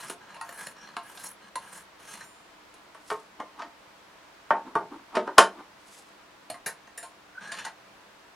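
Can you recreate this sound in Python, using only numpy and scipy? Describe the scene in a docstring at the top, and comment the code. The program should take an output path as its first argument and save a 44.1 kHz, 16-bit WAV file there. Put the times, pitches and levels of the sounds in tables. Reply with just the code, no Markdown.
"""A sharpening stone on a guide rod is stroked along a clamped knife: grit drives the blade's modes and a hiss.
Taps excite blade modes through short chattering contacts; the rod rings as decaying sines when drawn out.
The stone is laid down and the clamp turned over and knocked home: blows on stand modes, plus friction noise.
A sleeve brushes, the rod clicks back, and the next stroke squeaks with a rising, unsteady tone.
Filtered noise and wavering hum give the air of a small workshop, whose reflections are decaying noise."""
import sys
import numpy as np
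from scipy import signal
from scipy.fft import rfft, irfft
from scipy.io import wavfile
from scipy.ndimage import map_coordinates

SR = 44100
rng = np.random.default_rng(int(sys.argv[2]) if len(sys.argv) > 2 else 0)


def wrap_up_sound(samples):
    """Save the sound to the file named by the first command line argument, as 16-bit audio."""
    columns = np.atleast_2d(samples).T
    # keep every value between -1 and 1, then stretch to whole-number steps
    tamed = np.clip(columns, -1, 1)
    steps = np.round(tamed * 32767).astype(np.int16)
    wavfile.write(sys.argv[1], SR, steps)


N = 368235

# stone strokes along the edge, hard pushes and light returns:
# (start [s], hardest [s], end [s], body gain [dB], bright gain [dB], top gain before the sing/hiss mix [dB])
STONE_STROKES = [(-0.1, 0.112, 0.14, -46.5, -50, -45), (0.2, 0.368, 0.37, -49.5, -57.5, -77),
                 (0.399, 0.65, 0.72, -49, -54.5, -47.5), (0.737, 0.883, 0.95, -52, -57.5, -77),
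                 (1.022, 1.267, 1.318, -51.5, -54, -45), (1.38, 1.485, 1.49, -55, -59.5, -79),
                 (1.581, 1.786, 1.825, -48.5, -55, -47.5), (1.983, 2.127, 2.25, -50.5, -47.5, -50.5),
                 (7.404, 7.55, 7.69, -45.5, -46, -65.5)]
# pressure shape of body, bright and top, one row each: (dip at the start [dB], dip at the end [dB])
PRESSURE_DIPS = [(5, 5.5), (10, 9), (15, 10)]
# broad rasp of stone on steel: (frequency [Hz], density [dB per Hz])
RASP_SPECTRUM = [(100, -14), (180, 1), (280, -11.5), (600, -9), (950, 9.5), (1300, 9.5), (1900, 1.5),
                 (2400, 3), (6000, -7.5), (10500, 3.5), (16000, -27)]
# bending modes that sing under the sliding stone, before the glide: (frequency [Hz], width [Hz], level [dB])
SINGING_MODES = [(1650, 150, -10), (2950, 300, -14), (4100, 200, -14), (5650, 170, -14), (6350, 130, -18),
                 (7200, 130, -18), (8150, 130, -17), (8800, 120, -8), (10480, 140, -1), (12250, 200, -11)]
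# hiss of hard grinding: (frequency [Hz], density [dB per Hz])
GRIND_SPECTRUM = [(2000, -44), (5000, 7), (7500, 7), (10500, 0), (12500, -38), (15500, -26)]
# room noise: (frequency [Hz], density [dB per Hz])
AIR_SPECTRUM = [(15, -39), (25, -15), (56, -9), (96, -10), (194, -6.5), (268, -7), (307, -4.5), (460, -4.5),
                (671, -3), (727, -4.5), (978, -1), (1150, -3), (1770, -6.5), (4670, -16), (15700, -33)]
# hum tones, before trim and waver: (frequency [Hz], level [dB])
HUM_TONES = [(64.6, -84.5), (199.2, -68.5), (301.5, -66), (667.5, -67.5), (899.0, -84.5)]
# stone and rod tapping blade and guide, before trim: (time [s], body level [dB], low level [dB],
# bright level [dB], top level [dB], favoured ring [Hz], contact decay constant [ms])
BLADE_TAPS = [(0.099, -41, -43.5, -48, -44, 1320, 3.7), (0.345, -46, -62, -60, -63, 930, 6.8),
              (0.365, -43, -72, -59, -76, 890, 7.3), (0.413, -33.5, -79, -52, -52, 1430, 1.8),
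              (0.492, -44.5, -54, -56, -60, 1780, 1.8), (0.671, -51, -54, -51, -53, 1530, 2.56),
              (0.968, -31.5, -49, -46.5, -57, 1328, 1.5), (1.175, -50, -67, -51.5, -71, 1610, 4.3),
              (1.557, -29.5, -48.5, -45, -44.5, 1017, 2.8), (2.208, -43, -70, -56, -74, 1590, 11.8),
              (2.741, -73, -64, -62, -64, 1500, 3.1), (6.501, -38.5, -44.5, -46, -45, 690, 4.4),
              (6.543, -43.5, -61, -62, -63, 660, 3.9), (6.662, -32, -46.5, -42, -36, 1640, 14),
              (6.874, -51, -63.5, -64.5, -82, 1650, 3.9), (6.978, -42.5, -60.5, -53.5, -45.5, 1670, 8.7),
              (7.028, -42, -57, -54.5, -50, 710, 17), (7.519, -38.5, -57.5, -43, -51, 1639, 10),
              (7.587, -41, -76, -45, -54, 1470, 8.9), (7.65, -36.5, -75, -44.5, -51, 1492, 8.3),
              (7.664, -35.5, -68, -72, -68, 930, 6.2)]
# resonances of the clamped blade with the stone on it, before random touch weighting:
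# (frequency [Hz], width [Hz], level [dB])
BLADE_MODES = [(694, 12, 6), (915, 15, 9.5), (1061, 18, 11), (1290, 250, -6.5), (1576, 64, 0.5),
               (1850, 240, -4), (2770, 280, -2), (4140, 570, -5.5), (7020, 180, -4.5), (8700, 120, 1),
               (10250, 64, 5.5), (11800, 330, -29)]
# dense unresolved modes of the blade: (frequency [Hz], density [dB per Hz])
BLADE_DENSE = [(60, -20), (170, -11), (400, -4), (900, -2), (1750, 1.5), (2300, -6.5), (4000, 0),
               (7000, -10), (10500, 0), (13000, -21), (16000, -31)]
# guide rod set ringing: (time [s], level [dB], share of its free decay time [ratio])
ROD_RINGS = [(2.05, -66, 0.81), (2.19, -58, 0.72), (2.243, -55.5, 1), (6.976, -41, 0.32)]
# modes of the free guide rod: (frequency [Hz], level [dB], t60 [s])
ROD_MODES = [(5620, -7, .35), (7289, -4, .85), (9545, -2, .72), (12170, -6, .3)]
# dull knocks on bench, clamp and post, before trim: (time [s], body level [dB], low level [dB],
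# bright level [dB], top level [dB], favoured ring [Hz], contact decay constant [ms])
STAND_KNOCKS = [(2.948, -47, -66, -64.5, -68, 1090, 6.8), (3.103, -31, -56, -45, -57, 1310, 2.1),
                (3.114, -29.5, -33.5, -72, -61, 384, 7), (3.403, -33.5, -49.5, -57, -68, 1150, 3.4),
                (3.595, -38, -74, -54, -78, 1330, 10), (3.621, -38.5, -77, -50.5, -86, 288, 6.5),
                (4.507, -15.5, -34.5, -51, -67, 915, 1.3), (4.567, -42, -44.5, -68, -80, 890, 0.96),
                (4.754, -20, -29.5, -52, -58.5, 880, 4.7), (4.811, -45, -44, -75, -82, 845, 2.4),
                (5.155, -29.5, -49, -41, -54, 1480, 8.5), (5.169, -24.5, -24.5, -42.5, -64, 690, 3.8),
                (5.277, -30.5, -37.5, -56.5, -81, 1420, 3.2), (5.383, -5.5, -19.5, -19, -24, 1710, 1.3)]
# resonances of post, stand and bench, before random touch weighting: (frequency [Hz], width [Hz], level [dB])
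STAND_MODES = [(193.2, 13, -2.5), (298, 28, -3.5), (375, 14, 2), (433, 25.5, 4), (621.4, 25, 1),
               (692.6, 16, 5.5), (837, 12, -2), (906.2, 12, 9.5), (1075.5, 18, 5), (1298, 55, -7),
               (1447, 35, -7.5), (1550, 71, -2.5), (1829, 60, -5.5), (3050, 160, -11.5), (3666, 90, -21.5),
               (5200, 660, -19), (8770, 210, -21.5), (10400, 600, -30.5)]
# dense unresolved modes of the stand: (frequency [Hz], density [dB per Hz])
STAND_DENSE = [(40, -13), (120, -23), (300, -1), (700, -1.5), (1200, 2.5), (1800, -10.5), (2300, -14.5),
               (4000, -15.5), (5500, -23), (7500, -26), (10500, -22.5), (12500, -48), (16000, -58.5)]
# sleeve brushing along the bench: (peak time [s], level [dB], swell time [s], fade time [s])
SLEEVE_BRUSHES = [(3.09, -52.5, 0.035, 0.07), (5.95, -51, 0.063, 0.061)]
# brushing cloth: (frequency [Hz], density [dB per Hz])
CLOTH_SPECTRUM = [(300, -33), (2000, -5.5), (4000, 1), (8000, 2), (11000, -1), (13000, -13), (16000, -31.5)]
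# the clamp chafing in the hand and on its post:
# (peak time [s], level [dB], swell time [s], fade time [s], rumble level before halving [dB])
CLAMP_CHAFES = [(3.402, -35.5, 0.0057, 0.004, 2.5), (3.606, -38.5, 0.019, 0.023, -10),
                (3.66, -57.5, 0.037, 0.035, 11.5), (4.67, -46, 0.013, 0.047, 9),
                (4.924, -40.5, 0.009, 0.033, 5.5), (5.157, -29.5, 0.012, 0.0072, -3),
                (5.275, -34.5, 0.0087, .004, 0), (5.384, -15, 0.0033, 0.0066, -7.5),
                (5.597, -43.5, 0.028, 0.035, 2.5)]
# rasp of the clamp being handled: (frequency [Hz], gain on top of the stand's dense modes [dB])
SCRAPE_TONE = [(400, -21), (900, 12), (1300, 3.5), (3300, 0.5), (4500, -7), (12000, -5)]
# dull part of that chafing: (frequency [Hz], gain on top of the stand's dense modes [dB])
RUMBLE_TONE = [(100, -15.5), (200, -2.5), (300, -2), (450, -13), (1500, -42.5)]
# squeaks as the stone is pushed forward, before waver:
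# (peak time [s], level [dB], swell time [s], fade time [s], pitch at the peak [Hz])
STONE_SQUEAKS = [(7.383, -38, 0.012, 0.009, 1534), (7.501, -39, 0.064, 0.06, 1660)]
# workshop decay: (frequency [Hz], t60 [s])
ROOM_DECAY = [(120, .33), (400, .23), (1000, .19), (3000, .18), (8000, .16), (15000, .12)]
# stereo width: (frequency [Hz], side gain of stand [dB], of blade [dB], of room noise [dB])
STEREO_WIDTH = [(60, -25, -17, -13), (150, -24, -14, -8.5), (500, -29, -12, -3.5), (1200, -25, -13, -3),
                (2200, -17, -10, -2), (4500, -16, -9, -1), (9000, -10, -9, -1), (15000, -9, -6, 0)]
# low, body, bright and top bands, one row each: (lower edge [Hz], upper edge [Hz])
BAND_LIMITS = [(125, 600), (600, 2200), (2200, 7000), (7000, 17000)]

TIME = np.arange(N) / SR
RING = TIME[:int(.4 * SR)]  # time axis of one ring or response
BAND_FILTERS = [signal.butter(4, edges, "band", fs=SR, output="sos") for edges in BAND_LIMITS]
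LAND_S, LIFT_S = 0.014, 0.014  # time constants for the stone to take hold and to let go
GLIDE = 0.05  # share by which the blade's ringing rises along a stroke
BITE_DB = -44  # top gain at which singing gives way to grinding
AIR_DB = -55.5  # middle level of the room noise, before its slow wander
SQUEAK_RISE_PER_S = 0.68  # relative rise in pitch as the stone advances
TOP_HZ = 15900  # upper limit of the finished sound


def undb(db):
    """Decibels to gain."""
    return np.exp(np.asarray(db) * np.log(10) / 20)


def unit(x):
    """Scale to rms 1."""
    return x / np.sqrt(np.mean(x ** 2))


def energy_one(x):
    """Scale a response to energy 1."""
    return x / np.sqrt(np.sum(x ** 2))


def fade(t60):
    """Exponential decay, 60 dB down after t60 seconds."""
    return np.exp(-np.log(1000) * RING / max(t60, 1e-4))


def swell(s, rise, fall):
    """Gain that grows exponentially to 1 at time s and dies away again."""
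    time_constant = np.where(TIME < s, rise, fall)
    return np.exp(-np.minimum(np.abs(TIME - s) / time_constant, 20))


def walk(rate):
    """Smooth random wander with a spread near 1, taking `rate` new values per second."""
    knots = rng.standard_normal(N // 16)
    return np.interp(TIME * rate, np.arange(len(knots)), knots)


def colour(x, points):
    """Minimum-phase filter through (Hz, dB) points: causal, so attacks stay sharp."""
    size = 8192
    hz, db = np.transpose(points)
    log_hz = np.log(np.fft.rfftfreq(size, 1 / SR) + 1)
    gain = undb(np.interp(log_hz, np.log(hz), db))
    cepstrum = irfft(np.log(gain))
    # folding the cepstrum forward in time makes the phase minimal
    cepstrum[1:size // 2] *= 2
    cepstrum[size // 2 + 1:] = 0
    response = irfft(np.exp(rfft(cepstrum)))[:size // 2]
    return signal.oaconvolve(x, response)[:len(x)]


def bands(x):
    """Split into low, body, bright and top."""
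    return [signal.sosfilt(sos, x) for sos in BAND_FILTERS]


def through(x, response):
    """Drive a response with x."""
    return signal.oaconvolve(x, response)[:len(x)]


def add(out, s, x):
    """Mix x in at time s."""
    i = max(int(s * SR), 0)
    out[i:i + len(x)] += x[:N - i]


def workshop(wet_db, build_s=0.0037):
    """Direct sound, then dense reflections from bench, shelves and walls; the lows stay longest."""
    noise = rfft(rng.standard_normal(len(RING)))
    log_hz = np.log(np.fft.rfftfreq(len(RING), 1 / SR) + 1)
    centres, t60s = np.transpose(ROOM_DECAY)
    tail = np.zeros(len(RING))
    # overlapping frequency shares, each with its own decay
    for row, t60 in zip(np.eye(len(centres)), t60s):
        share = np.interp(log_hz, np.log(centres), row)
        tail += irfft(noise * share, len(RING)) * fade(t60)
    build_up = 1 - np.exp(-RING / build_s)
    response = undb(wet_db) * energy_one(tail * build_up)
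    response[0] += 1
    return response


def body(modes, crack, crack_db, crack_t60):
    """Response of an object: modes randomly weighted for the spot touched, and a short dense crack."""
    hz, width, db = np.transpose(modes)[:, :, None]
    touch_db = 2 * rng.standard_normal(hz.shape)
    polarity = rng.choice([-1, 1], hz.shape)
    weight = width * undb(db + touch_db) * polarity
    decay = np.exp(-np.pi * width * RING)  # wider resonances die sooner
    ring = np.sum(weight * decay * np.sin(2 * np.pi * hz * RING), axis=0)
    dense = colour(rng.standard_normal(len(RING)) * fade(crack_t60), crack)
    return energy_one(ring) + undb(crack_db) * energy_one(dense)


def blow(response, band_db, ring_hz, contact_ms, chatter_db, focus_db):
    """A contact that chatters more the longer it lasts; the spot that is struck favours one ring."""
    chatter = rng.standard_normal(len(RING)) * fade(np.log(1000) * contact_ms / 1e3)
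    force = undb(chatter_db) * contact_ms * energy_one(chatter)
    force[0] += 1
    focus = [(ring_hz / 1.25, 0), (ring_hz, focus_db), (ring_hz * 1.25, 0)]
    sound = bands(colour(through(force, response), focus))
    out = np.zeros(len(RING))
    for band, db in zip(sound, band_db):
        attack_rms = np.sqrt(np.mean(band[:SR // 32] ** 2))  # levels refer to the first 1/32 s
        out += undb(db) * band / attack_rms
    return out


def grit(judder_db, judder_hz):
    """Countless grains catching and letting go, in uneven flurries."""
    grain_db = 4 * np.minimum(rng.exponential(size=N), 5)
    grains = rng.standard_normal(N) * undb(grain_db)
    return unit(grains * undb(judder_db * walk(judder_hz)))


def hand():
    """Band gains and travel (-.5 to .5) of the stone: each stroke lands, bears down, eases and lifts."""
    gains, travel = np.zeros((len(PRESSURE_DIPS), N)), np.zeros(N)
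    for start, hardest, end, *levels in STONE_STROKES:
        near = (TIME > start) & (TIME < end + 10 * LIFT_S)
        t = TIME[near]
        landing = 1 - np.exp((start - t) / LAND_S)
        lifting = np.exp(-np.maximum(t - end, 0) / LIFT_S)
        for gain, db, (swell_db, ease_db) in zip(gains, levels, PRESSURE_DIPS):
            dip_db = np.interp(t, [start, hardest, end], [swell_db, 0, ease_db])
            gain[near] += landing * lifting * undb(db - dip_db)
        travel[near] = np.interp(t, [start, end], [-.5, .5])
    return gains, travel


def strokes(low_db=-9, hiss_db=-1, echo_ms=0.82, echo_shift=0.35):
    """Grit drives the blade. Light contact makes it sing; harder contact adds a broad hiss."""
    (press, rasp, bite), travel = hand()
    force = grit(judder_db=5.5, judder_hz=131.5)
    ringing = .6 * unit(colour(force, RASP_SPECTRUM))
    # the travelling stone favours now this mode, now that
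    for hz, width, db in SINGING_MODES:
        mode = signal.lfilter(*signal.iirpeak(hz, hz / width, fs=SR), force)
        ringing = ringing + undb(db) * unit(mode * undb(4.5 * walk(16)))
    # it also bends their pitch as it loads the blade: resample at a drifting, gliding speed
    bend = np.cumsum(.01 * walk(12) + GLIDE * travel)
    ringing = map_coordinates(ringing, [np.arange(N) + bend], order=3, mode="mirror")
    hiss = colour(grit(judder_db=3.5, judder_hz=198), GRIND_SPECTRUM)
    # vibration returns from the end of the stone sooner and sooner, sweeping ripples through the hiss
    back = TIME - echo_ms / 1000 * (1 - echo_shift * travel)
    hiss = hiss + .6 * np.interp(back, TIME, hiss)
    room = workshop(wet_db=-3)
    low, middle, bright, sing = map(unit, bands(through(ringing, room)))
    hiss = unit(through(hiss, room))
    sing_share = 1 / (1 + (bite / undb(BITE_DB)) ** 2)  # power share, falling as the stone bites
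    top = np.sqrt(sing_share) * sing + undb(hiss_db) * np.sqrt(1 - sing_share) * hiss
    return press * (undb(low_db) * low + middle) + rasp * bright + bite * top


def air(hum_db=-3):
    """Steady room noise, unrelated left and right except in the bass, with a faint wavering hum."""
    mid = unit(colour(rng.standard_normal(N), AIR_SPECTRUM))
    side = unit(colour(rng.standard_normal(N), AIR_SPECTRUM))
    side = colour(side, np.array(STEREO_WIDTH)[:, [0, 3]])
    hum = np.zeros(N)
    for hz, db in HUM_TONES:
        level = undb(db + hum_db + 2 * walk(1.2))
        hum += level * np.sin(2 * np.pi * hz * TIME + walk(4.8))
    return undb(AIR_DB + 0.44 * walk(3.3)) * np.array([mid + side, mid - side]) + hum


def taps(body_db=-4):
    """Stone and rod land on the blade and in the guide slot, exciting the blade's modes."""
    out = np.zeros(N)
    for s, middle, low, bright, top, ring_hz, contact_ms in BLADE_TAPS:
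        blade = body(BLADE_MODES, BLADE_DENSE, crack_db=-1.5, crack_t60=0.031)
        blade = through(blade, workshop(wet_db=-4.5))
        levels = (low, middle + body_db, bright, top)
        tap = blow(blade, levels, ring_hz, contact_ms, chatter_db=-8, focus_db=11.5)
        add(out, s - .001, tap)  # begins 1 ms early
    return out


def rod():
    """The thin steel rod rings on when it slips free, and only briefly inside its guide."""
    out = np.zeros(N)
    for s, level_db, freedom in ROD_RINGS:
        ring = np.zeros(len(RING))
        for hz, db, t60 in ROD_MODES:
            tone = np.sin(2 * np.pi * (hz * RING + rng.random()))
            ring += undb(db) * fade(t60 * freedom) * tone
        add(out, s, undb(level_db) * ring)
    return out


def knocks(low_db=-2, body_db=-3):
    """The stone is laid down; the clamp bumps on its post and finally drops home, ringing the stand."""
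    out = np.zeros(N)
    for s, middle, low, bright, top, ring_hz, contact_ms in STAND_KNOCKS:
        stand = body(STAND_MODES, STAND_DENSE, crack_db=1, crack_t60=.05)
        stand = through(stand, workshop(wet_db=-4))
        levels = (low + low_db, middle + body_db, bright, top)
        knock = blow(stand, levels, ring_hz, contact_ms, chatter_db=-20, focus_db=4)
        add(out, s - .001, knock)  # begins 1 ms early
    return out


def sleeve():
    """Fleece brushes over the bench as the stone is put down and picked up: soft juddering noise."""
    touch = sum(undb(db) * swell(s, rise, fall) for s, db, rise, fall in SLEEVE_BRUSHES)
    return touch * unit(colour(grit(judder_db=3.0, judder_hz=88.5), CLOTH_SPECTRUM))


def chafes():
    """Friction swells as the clamp slides, and dies when it catches."""
    rub = colour(grit(judder_db=1.5, judder_hz=144.3), STAND_DENSE)
    scrape = unit(colour(rub, SCRAPE_TONE))
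    rumble = unit(colour(rub, RUMBLE_TONE))
    out = np.zeros(N)
    for s, db, rise, fall, rumble_db in CLAMP_CHAFES:
        friction = scrape + undb(rumble_db) * rumble / 2
        out += undb(db) * swell(s, rise, fall) * friction
    return out


def squeak(wobble=0.0393):
    """Unsteady stick-slip that rises as the stone advances."""
    out = np.zeros(N)
    unsteady = 1 + wobble * walk(500)
    for s, db, rise, fall, hz in STONE_SQUEAKS:
        advance = 1 + SQUEAK_RISE_PER_S * np.clip(TIME - s, -.5, .5)
        phase = 2 * np.pi * np.cumsum(hz * advance * unsteady) / SR
        out += undb(db) * swell(s, rise, fall) * np.sin(phase)
    flutter = undb(2.7 * walk(152.4))
    return through(out * flutter, workshop(wet_db=-12))


def ports(mid, axis, diffuse_db):
    """A phase-shifted side signal widens the sound; a short random tail adds diffuse width."""
    freqs = np.fft.rfftfreq(N, 1 / SR)
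    table = np.array(STEREO_WIDTH)
    width = undb(np.interp(freqs, table[:, 0], table[:, axis]))
    lead = np.sin(2 * np.pi * freqs / 700)  # the channel that leads in phase alternates along the spectrum
    diffuse = through(mid, energy_one(rng.standard_normal(len(RING)) * fade(.12)))
    side = irfft((1j * rfft(mid) * lead + undb(diffuse_db) * rfft(diffuse)) * width, N)
    return np.array([mid + side, mid - side])


def scene():
    """Stand and blade sound near the middle, inside the wide room noise."""
    blade = strokes() + taps() + rod() + sleeve() + squeak()
    stand = knocks() + chafes()
    return air() + ports(stand, axis=1, diffuse_db=-11.5) + ports(blade, axis=2, diffuse_db=-23)


def record(dry):
    """Peaks beyond full scale clip; a steep low-pass cuts the top."""
    low_pass = signal.ellip(8, .2, 70, TOP_HZ, fs=SR, output="sos")
    return signal.sosfilt(low_pass, np.clip(dry, -1, 1))


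dry = scene()
out = record(dry)
wrap_up_sound(out)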